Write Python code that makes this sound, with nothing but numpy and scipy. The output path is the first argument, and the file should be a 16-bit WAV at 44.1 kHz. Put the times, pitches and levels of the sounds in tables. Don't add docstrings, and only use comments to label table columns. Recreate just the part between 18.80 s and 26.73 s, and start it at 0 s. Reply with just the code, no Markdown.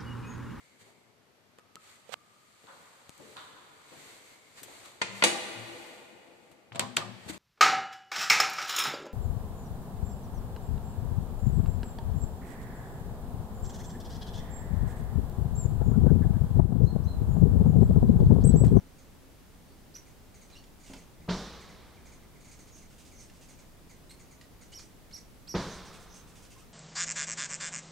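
import sys
import numpy as np
from scipy import signal
from scipy.fft import rfft, irfft
from scipy.io import wavfile
from scipy.ndimage import uniform_filter1d

SR = 44100
rng = np.random.default_rng(int(sys.argv[2]) if len(sys.argv) > 2 else 0)


def digitize_waveform(pressure):
    field = np.atleast_2d(pressure).T
    bounded = np.clip(field, -1, 1)
    quanta = np.round(bounded * 32767).astype(np.int16)
    wavfile.write(sys.argv[1], SR, quanta)


N = 349713


def undb(db):
    return 10 ** (np.asarray(db) / 20)


def unit(x):
    return x / np.sqrt(np.mean(x ** 2))


def colour(x, table):
    hz, db = np.transpose(table)
    f = np.arange(len(x) // 2 + 1) * SR / len(x) + 1
    return irfft(rfft(x) * undb(np.interp(np.log(f), np.log(hz), db)), len(x))


def add(out, x, s):
    i = int(s * SR)
    out[..., i:i + x.shape[-1]] += x[..., :N - i]


def decay(t, t60):
    return np.exp(-np.log(1000) * t / t60)


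def wide(mid, side):
    return np.array([mid + side, mid - side])


def flutter(samples, smooth):
    return unit(uniform_filter1d(rng.standard_normal(samples), size=smooth))


def air():
    # (frequency [Hz], gain [dB])
    spectrum = [(8.8, -34), (15, 0.5), (50, -2.5), (150, -7), (260, -9), (369, -13), (509, -16),
                (994, -21.5), (1630, -25.5), (1890, -25.5), (2450, -27.5), (3910, -29.5), (15800, -35)]
    # (frequency [Hz], side minus mid [dB])
    width = [(60, -4), (110, -2.5), (200, -5), (380, -4), (700, -4), (1290, -3), (2380, -3), (4400, -2.5),
             (8120, -2), (15000, -3)]
    mid, side = (colour(rng.standard_normal(N), spectrum) for _ in range(2))
    return wide(mid, colour(side, width)) * undb(-55) / np.std(mid)


def hum(hz=266, octave_db=-9, swell_s=0.038):
    # (centre time [s], level [dB])
    swells = [(.05, -63), (.23, -60.5), (.46, -58.5)]
    t = np.arange(N) / SR
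    tone = np.sin(2 * np.pi * hz * t) + undb(octave_db) * np.sin(4 * np.pi * hz * t)
    return tone * sum(undb(db) * np.exp(-((t - s) / swell_s) ** 2 / 2) for s, db in swells)


def trees(x, tail_db, t60=0.25, slap_s=0.031, slap_db=-11):
    # (frequency [Hz], gain [dB])
    leaves = [(2000, -3), (4000, -2.5), (6000, -1.5), (10000, -3)]
    t = np.arange(SR // 2) / SR
    envelope = decay(t, t60) * np.minimum(t / 0.0073, 1)
    mid, side = (colour(rng.standard_normal(len(t)), leaves) * envelope for _ in range(2))
    response = wide(mid, .5 * side) * undb(tail_db) / np.sqrt(np.sum(mid ** 2))
    response[:, 0] += 1
    response[:, int(slap_s * SR)] += undb(slap_db)
    return signal.fftconvolve(x[None], response, axes=1)[:, :N]


def twigs():
    # (time [s], relative level [dB], ring pitch [Hz])
    ticks = [(1.157, -53.5, 2490), (1.7, -57, 2390), (1.7107, -64, 3880), (1.838, -58.5, 6850),
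             (2.134, -45.5, 890), (4.497, -55.5, 2000), (5.3068, -53, 2160), (5.611, -52, 1900),
             (5.993, -52.5, 2430), (6.3104, -55, 2200), (6.677, -56, 7940), (7.6488, -57.5, 2980)]
    out, t = np.zeros(N), np.arange(1500) / SR
    snap_band = signal.butter(2, [870, 5900], "band", fs=SR, output="sos")
    attack = np.minimum(t / 0.0021, 1)
    for s, db, hz in ticks:
        snap = unit(signal.sosfilt(snap_band, rng.standard_normal(len(t)))) * decay(t, 0.053)
        ring = 0.75 * np.sin(2 * np.pi * hz * t) * decay(t, 0.041)
        add(out, undb(db + 2) * (snap + ring) * attack, s)
    return out


def buzzes(depth=.09):
    # (time [s], length [s], level [dB], ceiling at start [Hz], ceiling at end [Hz])
    trills = [(.84, .12, -73, 4750, 4750), (3.903, 0.1, -57.5, 7070, 6600), (4.335, 0.11, -58, 6610, 6400),
              (6.871, 0.082, -54.5, 6720, 6950), (7.277, 0.13, -57, 6630, 6600)]
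    out = np.zeros(N)
    for s, length, db, start_hz, end_hz in trills:
        count = int(length * SR)
        dips = np.abs(flutter(12000, smooth=110))[:count]
        hz = np.linspace(start_hz, end_hz, count) * (1 - depth * dips)
        add(out, undb(db) * np.sqrt(np.hanning(count)) * np.sin(2 * np.pi * np.cumsum(hz) / SR), s)
    return out


def twitter(calls, start_hz, length_s, rasp, fall, overtone, second_db=-99):
    spread = (.008, .12, .15)
    out = np.zeros(N)
    scatter = 1 + np.array(spread) * rng.standard_normal((len(calls), 3))
    shapes = np.array([start_hz, length_s, rasp]) * scatter
    for (s, overtone_db, fundamental_db, upper_db), (hz, length, rough) in zip(calls, shapes):
        t = np.arange(int(length * SR)) / SR
        glide_hz = hz * (1 - fall * (t / length) ** .8)
        wobble = 1.9 * np.clip(rough, 0, 1) ** 2 * flutter(8000, smooth=24)[:len(t)]
        phase = 2 * np.pi * np.cumsum(glide_hz) / SR + wobble
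        partials = [(1, fundamental_db - 3), (2, overtone_db + second_db),
                    (overtone, overtone_db - 6.5), (overtone + 1, upper_db + 0.5)]
        voice = sum(undb(db) * np.sin(k * phase) for k, db in partials)
        envelope = np.minimum(t / .0035, 1) * np.cos(np.pi / 2 * t / length) ** 0.31
        add(out, voice * envelope, s)
    return out


def chips():
    # (time [s], third harmonic [dB], fundamental [dB])
    calls = [(0.182, -55, -67), (1.162, -60, -60), (1.26, -58, -63), (1.541, -52, -61), (1.611, -52, -61),
             (1.705, -60, -71), (1.996, -55, -65), (2.033, -50, -61), (2.102, -51, -61),
             (2.173, -50.5, -60), (2.415, -70, -62), (2.805, -52, -56), (2.886, -56, -57),
             (3.016, -74, -60), (3.165, -74, -59), (3.253, -52, -58.5), (3.316, -52.5, -61),
             (3.417, -68, -64), (3.545, -66, -61.5), (3.604, -54.5, -64), (3.644, -50.5, -60),
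             (3.6765, -52.5, -60), (3.71, -48, -59), (3.788, -49, -63), (3.869, -52.5, -63),
             (4.015, -54, -62), (4.312, -54, -59.5), (4.387, -49.5, -59.5), (4.684, -50, -61),
             (4.785, -52.5, -61.5), (5.0925, -51.5, -59.5), (5.3935, -51.5, -61), (5.507, -52, -61.5),
             (5.81, -50.5, -61.5), (5.917, -47.5, -59), (5.985, -45, -60), (6.36, -49, -59)]
    # (frequency [Hz], gain [dB])
    throat = [(1500, 7.5), (2200, 0), (4500, -1.5), (6700, -1.5), (9000, -7.5), (10500, -14), (13000, -18)]
    with_fourth = [(s, db, fundamental_db, db - 6.5) for s, db, fundamental_db in calls]
    voice = twitter(with_fourth, start_hz=2486, length_s=.026, rasp=0.35, fall=.22,
                    overtone=3, second_db=-14)
    return colour(voice, throat)


def chatter():
    # (time [s], second harmonic [dB], fundamental [dB], third harmonic [dB])
    calls = [(2.0594, -47, -52, -71), (2.1309, -52, -57, -71), (2.199, -74, -59, -76),
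             (3.9542, -49, -76, -68), (4.0997, -54.5, -64, -66), (4.1804, -47.5, -59, -62),
             (4.2482, -47.5, -62, -69), (4.4029, -56, -71, -57), (4.533, -54, -68, -69),
             (4.6082, -50.5, -59, -59), (4.6952, -55, -60, -63), (6.0194, -60, -85, -58),
             (6.8, -50, -57, -58), (6.8753, -48.5, -63, -57), (6.929, -56, -67, -56),
             (6.9728, -59, -61, -77), (7.0494, -47.5, -60, -63), (7.1252, -48.5, -54, -58),
             (7.196, -56, -68, -55), (7.34, -55, -68, -53.5), (7.4697, -51, -63, -66),
             (7.552, -48.5, -60, -61), (7.621, -50, -60, -59.5), (7.702, -50, -57.5, -58),
             (7.7765, -52, -57, -61)]
    # (frequency [Hz], gain [dB])
    throat = [(1800, -8.5), (2800, -1), (4000, -7.5), (5500, -2), (9000, -1), (10500, -7.5), (13000, -15)]
    voice = twitter(calls, start_hz=2904, length_s=0.047, rasp=0.95, fall=.16, overtone=2)
    return colour(voice, throat)


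def whistle(hz, db, octave_db, rough_rad, strain=0):
    quick, slow = (flutter(6000, smooth)[:len(hz)] for smooth in (20, 120))
    phase = 2 * np.pi * np.cumsum(hz) / SR + rough_rad * quick
    gain = np.sqrt(2) * undb(db + 2.5 * slow) * signal.windows.tukey(len(hz), .15)
    overtone_gain = undb(octave_db + strain * (db - np.max(db)))
    return gain * (np.sin(phase) + overtone_gain * (np.sin(2 * phase) + 0.25 * np.sin(3 * phase)))


def soft_notes():
    # (time [s], length [s], start [Hz], middle [Hz], end [Hz], level [dB], relative octave [dB])
    notes = [(1.722, 0.029, 3900, 4060, 3480, -59.5, -20), (1.752, 0.026, 2810, 2780, 3050, -58, -4.5),
             (1.776, 0.021, 4010, 4500, 4130, -61.5, -20), (5.293, 0.034, 3650, 4250, 4170, -59.5, -1.5),
             (5.923, 0.0183, 2910, 2960, 3200, -55, -20), (7.76, 0.035, 1063, 1056, 1070, -61.5, -20),
             (7.812, .028, 1280, 1275, 1258, -65.5, -41)]
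    out = np.zeros(N)
    for s, length, start, middle, end, db, octave_db in notes:
        u = np.linspace(-1, 1, int(length * SR))
        hz = middle + (end - start) / 2 * u + ((start + end) / 2 - middle) * u ** 2
        add(out, whistle(hz, db, octave_db, rough_rad=.4), s)
    return out


def arched_whistles(start_share=.6, end_share=.72):
    # (time [s], rise [s], hold [s], fall [s], top pitch [Hz], level [dB], end minus top [dB])
    arches = [(1.139, .015, 0.015, .012, 5890, -46, -22), (5.927, 0.032, 0.0056, 0.031, 5730, -47.5, -5),
              (6.323, .021, 0.0081, .019, 5670, -42.5, -10), (6.671, 0.027, 0.0092, 0.028, 5750, -42.5, -7)]
    # (frequency [Hz], gain [dB])
    beak = [(8300, 0), (9000, -14), (10600, -12), (11400, 0), (14000, -10)]
    out = np.zeros(N)
    for s, rise, hold, fall, top_hz, db, end_db in arches:
        t = np.arange(int((rise + hold + fall) * SR)) / SR
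        to_climb = np.clip(1 - t / rise, 0, 1)
        fallen = np.clip((t - rise - hold) / fall, 0, 1)
        hz = top_hz * (1 - (1 - start_share) * to_climb ** 2 - (1 - end_share) * fallen ** 2)
        swell_db = -15.5 * to_climb + end_db * fallen ** 0.54
        add(out, whistle(hz, db + swell_db, octave_db=-16, rough_rad=0.17, strain=-0.88), s)
    return colour(out, beak)


def forest_echo(t, clack_db):
    # (frequency [Hz], gain [dB])
    slam = [(25, -14.5), (60, -7), (85, -6.5), (115, -13.5), (180, -0.5), (260, -14.5), (400, -13),
            (700, -17.5), (1100, -17), (1600, -21), (2700, -29.5), (3700, -21.5), (5800, -24), (8000, -37),
            (12000, -50), (15000, -64)]
    # (frequency [Hz], side minus mid [dB])
    width = [(60, -23), (110, -36), (200, -35), (380, -25), (700, -22), (1290, -26), (2380, -13),
             (4400, -12), (8120, -6), (15000, -3)]
    # (centre [Hz], build-up [s], early t60 [s], late t60 [s], late minus early [dB])
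    bands = [(40.6, 0.0033, 0.39, 1.45, -5), (117, 0.012, 0.4, 1.8, -17), (352, 0.001, 0.34, 1.71, -8),
             (1010, 0.0086, 0.39, 2.56, -11), (2360, 0.0015, 0.21, 1.93, -5.5),
             (4660, 0.017, 0.18, 1.46, -7.5), (8800, 0.096, 0.24, 0.74, 1.5)]
    log_centres = np.log(np.array(bands)[:, 0])
    log_hz = np.log(np.arange(len(t) // 2 + 1) * SR / len(t) + 1)
    mid, side = (colour(rng.standard_normal(len(t)), slam) for _ in range(2))
    clack = undb(clack_db * np.exp(-(log_hz - np.log(1100)) ** 2 / .5))
    spectrum = rfft(wide(mid, colour(side, width)) / np.std(mid)) * clack
    echo = 0
    for weights, (_, rise, early, late, late_db) in zip(np.eye(len(bands)), bands):
        band = irfft(spectrum * np.interp(log_hz, log_centres, weights), len(t))
        envelope = (1 - np.exp(-t / rise)) * (decay(t, early) + undb(late_db) * decay(t, late))
        echo = echo + band * envelope
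    return echo


def thuds(wood_db=-36.5, echo_db=-30):
    # (time [s], gain [dB], boom [dB], clack [dB], low-pass [Hz], pitch [x], ring time [x])
    blows = [(2.097, -17.5, 2, 8, 497, 1.45, 0.72), (2.399, -19, 5, -6, 248, 0.88, 0.39),
             (2.477, -15.5, -6, 22, 577, 1.3, 0.27), (2.487, 0.5, -0.5, -2.5, 15000, 0.96, 0.69),
             (6.741, -10.5, 9.5, 1.5, 1510, 1.9, 0.38), (6.747, 0, 1.5, 1, 14100, 0.99, 0.85)]
    # (frequency [Hz], relative level [dB], t60 [s])
    modes = [(167.6, -6, 1), (185.6, 5.5, 0.6), (326, -14, 0.42), (350, -30, 0.31), (417, -12.5, 0.83),
             (460, 0.5, 0.15), (530, -34, 0.31), (671, -4, 0.26), (1012, -5.5, 0.32), (1218, -6.5, 0.24)]
    out, t = np.zeros((2, N)), np.arange(int(1.5 * SR)) / SR
    attack = np.minimum(t / 0.00087, 1)
    for s, blow_db, boom_db, clack_db, bright_hz, pitch, sustain in blows:
        ring = 0
        for k, (hz, db, t60) in enumerate(modes):
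            polarity = (-1) ** (k // 2)
            ring += polarity * undb(db) * np.sin(2 * np.pi * pitch * hz * t) * decay(t, sustain * t60)
        thud = undb(echo_db) * forest_echo(t, clack_db) + undb(wood_db + boom_db) * ring * attack
        lowpass = signal.butter(2, bright_hz, fs=SR, output="sos")
        add(out, undb(blow_db) * signal.sosfilt(lowpass, thud), s)
    return out


def scene(treble_right_db=3.5):
    far = trees(chips() + chatter() + buzzes(), tail_db=-1)
    close = trees(arched_whistles() + soft_notes() + twigs(), tail_db=-6.5)
    sources = far + close + thuds() + hum()
    left = colour(sources[0], [(1500, 0), (4000, -treble_right_db / 2)])
    right = colour(sources[1], [(1500, 0), (4000, treble_right_db / 2)])
    return np.array([left, right]) + air()


def record(dry, top_hz=15750):
    return signal.sosfilt(signal.ellip(10, .2, 60, top_hz, fs=SR, output="sos"), dry)


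dry = scene()
out = record(dry)
digitize_waveform(out)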